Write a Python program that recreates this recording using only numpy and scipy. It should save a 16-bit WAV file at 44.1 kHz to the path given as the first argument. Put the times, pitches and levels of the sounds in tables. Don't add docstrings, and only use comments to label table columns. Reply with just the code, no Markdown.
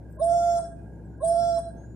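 import sys
import numpy as np
from scipy import signal
from scipy.fft import rfft, irfft, next_fast_len
from scipy.io import wavfile
from scipy.ndimage import uniform_filter1d, map_coordinates

SR = 44100
rng = np.random.default_rng(int(sys.argv[2]) if len(sys.argv) > 2 else 0)


def volts_from_decibels(level):
    exponent = np.asarray(level, float) / 20
    return 10 ** exponent


def dump_mix(stems):
    frames = np.atleast_2d(stems).T
    limited = np.clip(frames, -1, 1)
    pcm = np.round(limited * 32767).astype(np.int16)
    wavfile.write(sys.argv[1], SR, pcm)


N = 85995
T = np.arange(N) / SR
SIDE = np.array([[.5], [-.5]])

# time in seconds, level in dB, overtone level in dB, nasal hiss in dB.
HOOT_COURSE = [
    [(.195, -40.5, 1.5, -45), (.222, -20.5, 4, -51.5), (.255, -22.5, -11.5, -36.5), (.3, -20, -3.5, -35),
     (.355, -20, -4.5, -37.5), (.4, -26, 5, -58), (.49, -21.5, 1.5, -78.5), (.585, -27, 5, -18.5),
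     (.645, -31.5, -21, -39)],
    [(1.205, -47.5, 5, -40), (1.238, -22, -8, -38), (1.27, -24.5, -3, -50.5), (1.32, -19.5, -7.5, -53),
     (1.355, -23.5, -3, -42), (1.4, -20, -1.5, -49.5), (1.47, -22.5, 0.5, -50), (1.582, -23, -4.5, -31),
     (1.612, -40.5, -13, -18)],
]
# start in seconds, length in seconds, top pitch in Hz, whistle level in dB.
VOICING = [
    (.197, .41, 691, 0),
    (1.214, .39, 685, 0),
]
START_HZ, SCOOP_HZ_PER_S, RISE_HZ, RISE_S, SAG_HZ = 530, 5300, 36, .065, 15
# multiple of the voice pitch, level in dB.
FIRST_OVERTONES = [(1, 0), (2, -30.5), (3, -53), (4, -66.5), (5, -39.5), (6, -54.5), (7, -42.5), (8, -32),
                   (9, -35.5), (10, -37), (11, -35.5), (12, -38.5), (13, -43.5), (14, -61.5), (15, -59.5),
                   (16, -53), (17, -51), (18, -55), (19, -66.5), (20, -67), (21, -64)]
SECOND_OVERTONES = [(1, 0), (2, -31.5), (3, -56.5), (4, -61.5), (5, -39), (6, -42), (7, -37.5), (8, -28.5),
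                    (9, -38), (10, -45), (11, -38.5), (12, -30.5), (13, -51.5), (14, -51), (15, -52),
                    (16, -58.5), (17, -65.5), (18, -60), (19, -59), (20, -60), (21, -60)]
RING_GROWS_S, LATER_S, FADE_S = .08, .014, .015
# multiple, delay in seconds.
HELD_BACK = [{2: .035, 9: .03, 10: .06}, {2: .045, 9: .15, 10: .1}]
PROMPT = [(5, 7, 8), (5, 6, 7)]
CLOSING_SWELL = {6: 11, 8: 4, 14: 5, 16: 5}
CLOSING_S, CLOSING_WIDTH_S = -.035, .025
FLUTTER_DB, FRAY_RAD = 1.6, .17
# frequency in Hz, density in dB per Hz.
NASAL_HISS = [(7000, -120), (7600, -8.5), (8200, 11.5), (9500, -7.5), (9900, -25.5), (10600, -120)]

LEAD_S, LEAD_WIDTH_S, LEAD_DB, LEAD_HZ, LEAD_RISE_HZ_PER_S = 0, .007, -45.5, 1065, 4500
# frequency in Hz, density in dB per Hz.
THROAT_AIR = [(800, -120), (980, -8), (1070, 0), (1200, -8), (1350, -25), (1700, -120)]
THROAT_DB, THROAT_T60_S, THROAT_HELD_DB = -60, .5, -70
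# time in seconds, pitch in Hz, level in dB.
THROAT_GULPS = [
    (.179, 620, -47),
    (1.186, 640, -54),
]
GULP_WIDTH_S = .005

# time in seconds, pitch in Hz, level in dB.
NOSE_WHISTLES = [
    [(.186, 9100, -80), (.2, 9120, -51), (.217, 9110, -59), (.243, 9290, -48), (.285, 9520, -52),
     (.32, 9560, -75), (.575, 9560, -80), (.592, 9480, -50), (.61, 9300, -70)],
    [(1.2, 9200, -80), (1.215, 9220, -64), (1.25, 9250, -44), (1.29, 9430, -46), (1.315, 9600, -50),
     (1.35, 9600, -72), (1.575, 9600, -78), (1.592, 9550, -50), (1.61, 9450, -70)],
]
SIDEBANDS = [
    [-4, -6, -15],
    [-1, -4, -21],
]
EARLY_SIDEBANDS = [.1, .7]

# frequency in Hz, density in dB per Hz.
ONSET_CATCH = [(3000, -120), (3500, -6.5), (3800, 3), (4300, -19.5), (5300, -17), (5800, -18.5), (7000, -120)]
CATCH_S, CATCH_WIDTH_S, CATCH_DB = 0.025, 0.012, -61
# frequency in Hz, density in dB per Hz.
CLOSING_PUFF = [(600, -60), (780, 0), (1000, -6), (1500, -14), (2500, -40), (5000, -29), (10800, -23),
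                (12500, -55)]
PUFF_S, PUFF_WIDTH_S, PUFF_DB = -.02, .011, -48

# frequency in Hz, density in dB per Hz.
NOSTRIL_AIR = [(13600, -120), (14000, -4), (14500, 0), (14900, -6), (15200, -120)]
# time in seconds, width in seconds, level in dB.
NOSTRIL_BURSTS = [
    (.48, .045, -82),
    (1.33, .06, -78),
    (1.545, .016, -73),
]
# frequency in Hz, density in dB per Hz.
RASP_AIR = [(5500, -120), (5900, -6), (6300, 0), (6800, -3), (7200, -120)]
# time in seconds, width in seconds, level in dB.
RASP_BURSTS = [
    (1.3, .03, -66),
    (1.36, .03, -70),
    (.25, .02, -72),
]

# frequency in Hz, left minus right in dB.
SHADING = [(680, -5.5), (1370, 5.5), (3400, -0.5), (4200, 1), (5500, 2), (7500, 5), (9000, 10.5),
           (14000, 15.5)]
# frequency in Hz, lead of the left in radians.
LEFT_LEAD = [(680, 0.58), (1370, -1.36), (3400, -1.84), (5500, -1.25), (7500, -2), (9000, -2)]

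# frequency in Hz, 60 dB decay time in seconds.
BUSH_DECAY = [(600, 0.93), (2000, 1), (6000, 0.51), (12000, 1)]
# frequency in Hz, gain in dB.
SCATTER_COLOUR = [(800, -1), (1300, 10.5), (9000, 10), (10500, 14), (12000, -0.5)]
BUSH_DB, BUSH_FAR_S, BUSH_EDGE_S, BUSH_STEP_DB = -15, .125, .01, -9
# delay in seconds, level in dB, left minus right in dB.
GROUND_ECHOES = [(.072, -25.5, -8.5), (.1007, -11, -3.5), (.125, -19.5, -3.5), (.21, -29, -7)]

# frequency in Hz, rms level in dB, left minus right in dB.
ENGINE_TONES = [(61.95, -45, 3), (111, -50.5, -1), (168.1, -52, 0.5), (222.6, -58.5, -0.5),
                (324.6, -59.5, 8)]
# frequency in Hz, density in dB per Hz.
ENGINE_RUMBLE = [(25, -20), (60, -17), (118, -1), (400, -12.5), (700, -19.5), (900, -24), (1150, -41.5),
                 (2200, -60.5)]
CYLINDERS = [0, -6, -2, -7]
# frequency in Hz, width in Hz, level in dB.
VALVE_COVER = [(1617, 42, 1.5), (1547, 60, -5), (1463, 86, -9.5)]
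RUMBLE_DB, CYCLE_HZ, TICK_DB = -46, 7.15, -66.5

# frequency in Hz, density in dB per Hz.
AIR_HISS = [(1060, -39), (1800, -13), (1970, -3.5), (3440, -17), (6560, -12), (10000, -14.5), (15400, -23)]
# frequency in Hz, left-right likeness as a ratio.
COHERENCE = [(60, 0.93), (180, 0.89), (550, 0.78), (1640, 0.53), (4960, 0.04), (14900, 0.14)]
HISS_DB, DUCK_DB = -78.5, -24
# start in seconds, length in seconds, first pitch in Hz, last pitch in Hz.
BIRD_NOTES = [(1.765, .125, 6320, 6900), (1.875, .09, 6880, 6820), (.925, .045, 6880, 7000),
              (1.078, .1, 6860, 6880), (.75, .13, 2500, 2460), (.08, .05, 9280, 9280),
              (.11, .07, 8000, 8000), (.085, .03, 13800, 13800), (1.04, .036, 7850, 7700),
              (1.17, .02, 7050, 7500), (1.28, .02, 6200, 6230), (1.298, .03, 6450, 6600)]
# level in dB, left minus right in dB.
BIRD_LEVELS = [(-73.5, 11.5), (-76.5, 9), (-85, -14), (-86, -10), (-84.5, -15), (-87.5, 11.5), (-87, 12),
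               (-85, 12), (-85, -10), (-84, 0), (-62, 0), (-69, 0)]
# frequency in Hz, density in dB per Hz.
LIP_SMACK = [(4500, -60), (5300, -4), (6300, -14), (7400, 0), (8500, -12), (10500, -3), (11300, -60)]
SMACK_S, SMACK_WIDTH_S, SMACK_DB = 1.18, .007, -77
# frequency in Hz, density in dB per Hz.
PAW_GRIT = [(6000, -120), (7500, -8), (11000, -18), (14000, -9), (15200, -120)]
SCUFF_S, SCUFF_LENGTH_S, SCUFF_DB = 0.094, 0.078, -71.5


def unit(x):
    return x / np.sqrt(np.mean(x ** 2) + 1e-20)


def along(points, hz):
    f, v = np.transpose(points)
    return np.interp(np.log(hz + 1), np.log(f + 1), v)


def wobble(rate):
    return map_coordinates(rng.standard_normal(size=800), [T * rate])


def bump(s, width):
    return np.exp(-.5 * ((T - s) / width) ** 2)


def columns(rows):
    s, *cols = np.transpose(rows)
    curves = [np.interp(T, s, c) for c in cols]
    gate = np.clip((T - s[0]) / .004, 0, 1) * np.clip((s[-1] - T) / .012, 0, 1)
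    return curves + [gate]


def filtered(x, response):
    m = next_fast_len(N + SR // 2)
    return irfft(rfft(x, m) * response(np.fft.rfftfreq(m, 1 / SR)), m)[..., :N]


def tone(hz):
    return np.sqrt(2) * np.sin(2 * np.pi * (np.cumsum(hz) / SR + rng.random()))


def noise(spectrum):
    return unit(filtered(rng.standard_normal(N), lambda f: volts_from_decibels(along(spectrum, f))))


def rush(spectrum, patchy_db):
    z = signal.stft(rng.standard_normal((2, N + 512)), nperseg=512)[2]
    field = uniform_filter1d(rng.standard_normal(z.shape[1:]), size=6, axis=0)
    field = uniform_filter1d(field, size=14, axis=1)
    pair = signal.istft(z * volts_from_decibels(patchy_db * unit(field)), nperseg=512)[1][:, :N]

    def mid_side(hz):
        inside = (hz > spectrum[0][0]) * (hz < spectrum[-1][0])
        turn = np.arccos(np.clip(along(COHERENCE, hz), -1, 1)) / 2
        return volts_from_decibels(along(spectrum, hz)) * inside * [np.cos(turn), np.sin(turn)]

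    mid, side = filtered(pair, mid_side)
    return unit(np.array([mid + side, mid - side]))


def voice_pitch(which):
    start, length, top_hz, _ = VOICING[which]
    u = np.clip(T - start, 0, length)
    held = top_hz - RISE_HZ * np.exp(-u / RISE_S) - SAG_HZ * (u / length) ** 4
    return uniform_filter1d(np.minimum(START_HZ + SCOOP_HZ_PER_S * u, held), size=400)


def voice(which, overtones, hz):
    start, length = VOICING[which][:2]
    level_db, ring_db, hiss_db, on = columns(HOOT_COURSE[which])
    t = T - start
    phase = 2 * np.pi * np.cumsum(hz * (1 + 0.0018 * wobble(40))) / SR
    voiced = np.sin(phase)
    for k, db in overtones[1:]:
        delay = .02 + LATER_S * max(k - 13, 0) + HELD_BACK[which].get(k, 0)
        growth_s = RING_GROWS_S / (4 if k in PROMPT[which] else 1)
        grown = np.clip((t - delay) / growth_s, 0, 1)
        grown = grown * np.clip((length - t - .001 * k) / FADE_S, 0, 1)
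        closing_db = CLOSING_SWELL.get(k, 0) * bump(start + length + CLOSING_S, CLOSING_WIDTH_S)
        flutter_db = (k > 2) * FLUTTER_DB * (3 if k == 3 else 1) * wobble(150)
        size = volts_from_decibels(db + ring_db + 1.6 * wobble(35) + flutter_db + closing_db)
        fray = (k > 2) * FRAY_RAD * wobble(170)
        voiced += grown * size * np.sin(round(k) * phase + fray + 2 * np.pi * rng.random())
    hiss = volts_from_decibels(hiss_db + 3 * wobble(60)) * noise(NASAL_HISS)
    return volts_from_decibels(level_db) * on * (np.sqrt(2) * voiced + hiss)


def throat(which):
    start, length = VOICING[which][:2]
    on = columns(HOOT_COURSE[which])[-1]
    t = T - start
    u = np.clip(t, 0, length)
    lead_hz = LEAD_HZ + LEAD_RISE_HZ_PER_S * np.clip(t, -.02, .03)
    lead = volts_from_decibels(LEAD_DB) * bump(start + LEAD_S, LEAD_WIDTH_S) * tone(lead_hz)
    air = volts_from_decibels(THROAT_DB - 60 * u / THROAT_T60_S) + volts_from_decibels(THROAT_HELD_DB)
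    lead += np.clip(t / 0.005, 0, 1) * on * air * noise(THROAT_AIR)
    gulp_s, gulp_hz, gulp_db = THROAT_GULPS[which]
    return lead + volts_from_decibels(gulp_db) * bump(gulp_s, GULP_WIDTH_S) * tone(gulp_hz + 0 * T)


def nose_whistle(which, hz):
    start, _, _, blow_db = VOICING[which]
    whistle_hz, whistle_db, blown = columns(NOSE_WHISTLES[which])
    under = 0
    for k, db in enumerate(SIDEBANDS[which]):
        under = under + volts_from_decibels(db + 0.73 * wobble(40)) * tone(whistle_hz - (k + 1) * hz)
    coupling = np.clip((T - start - .015) / .015, EARLY_SIDEBANDS[which], 1)
    lines = tone(whistle_hz) + coupling * under
    return volts_from_decibels(whistle_db + blow_db + 2.9 * wobble(90)) * blown * lines


def catch_and_puff(which):
    start, length = VOICING[which][:2]
    catch = volts_from_decibels(CATCH_DB) * bump(start + CATCH_S, CATCH_WIDTH_S) * noise(ONSET_CATCH)
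    puff = volts_from_decibels(PUFF_DB) * bump(start + length + PUFF_S, PUFF_WIDTH_S) * noise(CLOSING_PUFF)
    return catch + puff


def hoot(which, overtones):
    hz = voice_pitch(which)
    return voice(which, overtones, hz) + throat(which) + catch_and_puff(which) + nose_whistle(which, hz)


def thin_air():
    wheeze = sum(volts_from_decibels(db) * bump(s, width) for s, width, db in NOSTRIL_BURSTS) * noise(NOSTRIL_AIR)
    rasp = sum(volts_from_decibels(db) * bump(s, width) for s, width, db in RASP_BURSTS) * noise(RASP_AIR)
    return wheeze + rasp


def placed(x):
    return filtered(x, lambda hz: volts_from_decibels(SIDE * along(SHADING, hz)) * np.exp(1j * SIDE * along(LEFT_LEAD, hz)))


def bush(x):
    x = filtered(x, lambda hz: volts_from_decibels(along(SCATTER_COLOUR, hz)))
    hz, t, z = signal.stft(rng.standard_normal((2, SR // 2)), SR, nperseg=256)
    step_db = BUSH_STEP_DB / (1 + np.exp((BUSH_FAR_S - t) / BUSH_EDGE_S))
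    decay_db = step_db - 60 * t / along(BUSH_DECAY, hz)[:, None]
    tail = signal.istft(z * volts_from_decibels(decay_db), SR, nperseg=256)[1]
    delayed = np.pad(x, (600, 0))[None]
    return volts_from_decibels(BUSH_DB) * signal.fftconvolve(delayed, tail / np.linalg.norm(tail[0]), axes=1)[:, :N]


def bank(x):
    def response(hz):
        paths = sum(volts_from_decibels(db + SIDE * pan) * np.exp(-2j * np.pi * hz * s) for s, db, pan in GROUND_ECHOES)
        return paths / (1 + ((hz - 700) / 75) ** 4)

    return filtered(x, response)


def valve_ticks():
    firing = (4 * CYCLE_HZ * (T + 0.021)) % 1
    which = np.floor(4 * CYCLE_HZ * (T + 0.0079)).astype(int) % 4
    knocks = rng.standard_normal((2, N)) * volts_from_decibels(np.array(CYLINDERS)[which] - 18 * firing)
    knocks[1] = 2.3 * knocks[0] + 0.16 * knocks[1]

    def cover(f):
        return sum(volts_from_decibels(db) * (1j * f * w / (c * c - f * f + 1j * f * w)) ** 2 for c, w, db in VALVE_COVER)

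    return volts_from_decibels(TICK_DB) * unit(filtered(knocks, cover))


def engine():
    tones = 0
    for hz, db, pan in ENGINE_TONES:
        tones = tones + volts_from_decibels(db + SIDE * pan + 0.8 * wobble(8)) * tone(hz * (1 + .015 * wobble(13)))
    return tones + volts_from_decibels(RUMBLE_DB) * rush(ENGINE_RUMBLE, patchy_db=1.5) + valve_ticks()


def lip_smack():
    return volts_from_decibels(SMACK_DB) * bump(SMACK_S, SMACK_WIDTH_S) * noise(LIP_SMACK)


def scuff():
    u = np.clip((T - SCUFF_S) / SCUFF_LENGTH_S, 0, 1)
    envelope = np.sin(np.pi * u) ** 0.61 * volts_from_decibels(6.6 * wobble(100))
    return volts_from_decibels([[SCUFF_DB], [SCUFF_DB - 34]]) * envelope * rush(PAW_GRIT, patchy_db=3.0)


def birds():
    out = np.zeros((2, N))
    for (s, length, from_hz, to_hz), (db, pan) in zip(BIRD_NOTES, BIRD_LEVELS):
        u = np.clip((T - s) / length, 0, 1)
        level = volts_from_decibels(db + SIDE * pan + 2.5 * wobble(49.8))
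        out += level * np.sin(np.pi * u) ** 0.53 * tone(from_hz + (to_hz - from_hz) * u)
    return out


def surroundings():
    return lip_smack() + scuff() + birds() + volts_from_decibels(HISS_DB) * rush(AIR_HISS, patchy_db=1.5)


def scene():
    dog = hoot(0, FIRST_OVERTONES) + hoot(1, SECOND_OVERTONES)
    loud = uniform_filter1d(np.abs(dog), size=2000)
    loud = np.maximum(loud, .4 * np.pad(loud, (4400, 0))[:N])
    duck = volts_from_decibels(DUCK_DB * np.abs(loud / loud.max()) ** (1 / 3))
    return placed(dog + thin_air()) + bush(dog) + bank(dog) + engine() + duck * surroundings()


def top_cut(x):
    return signal.sosfilt(signal.butter(12, 15540, fs=SR, output="sos"), x)


def record(dry):
    return top_cut(dry)


dry = scene()
out = record(dry)
dump_mix(out)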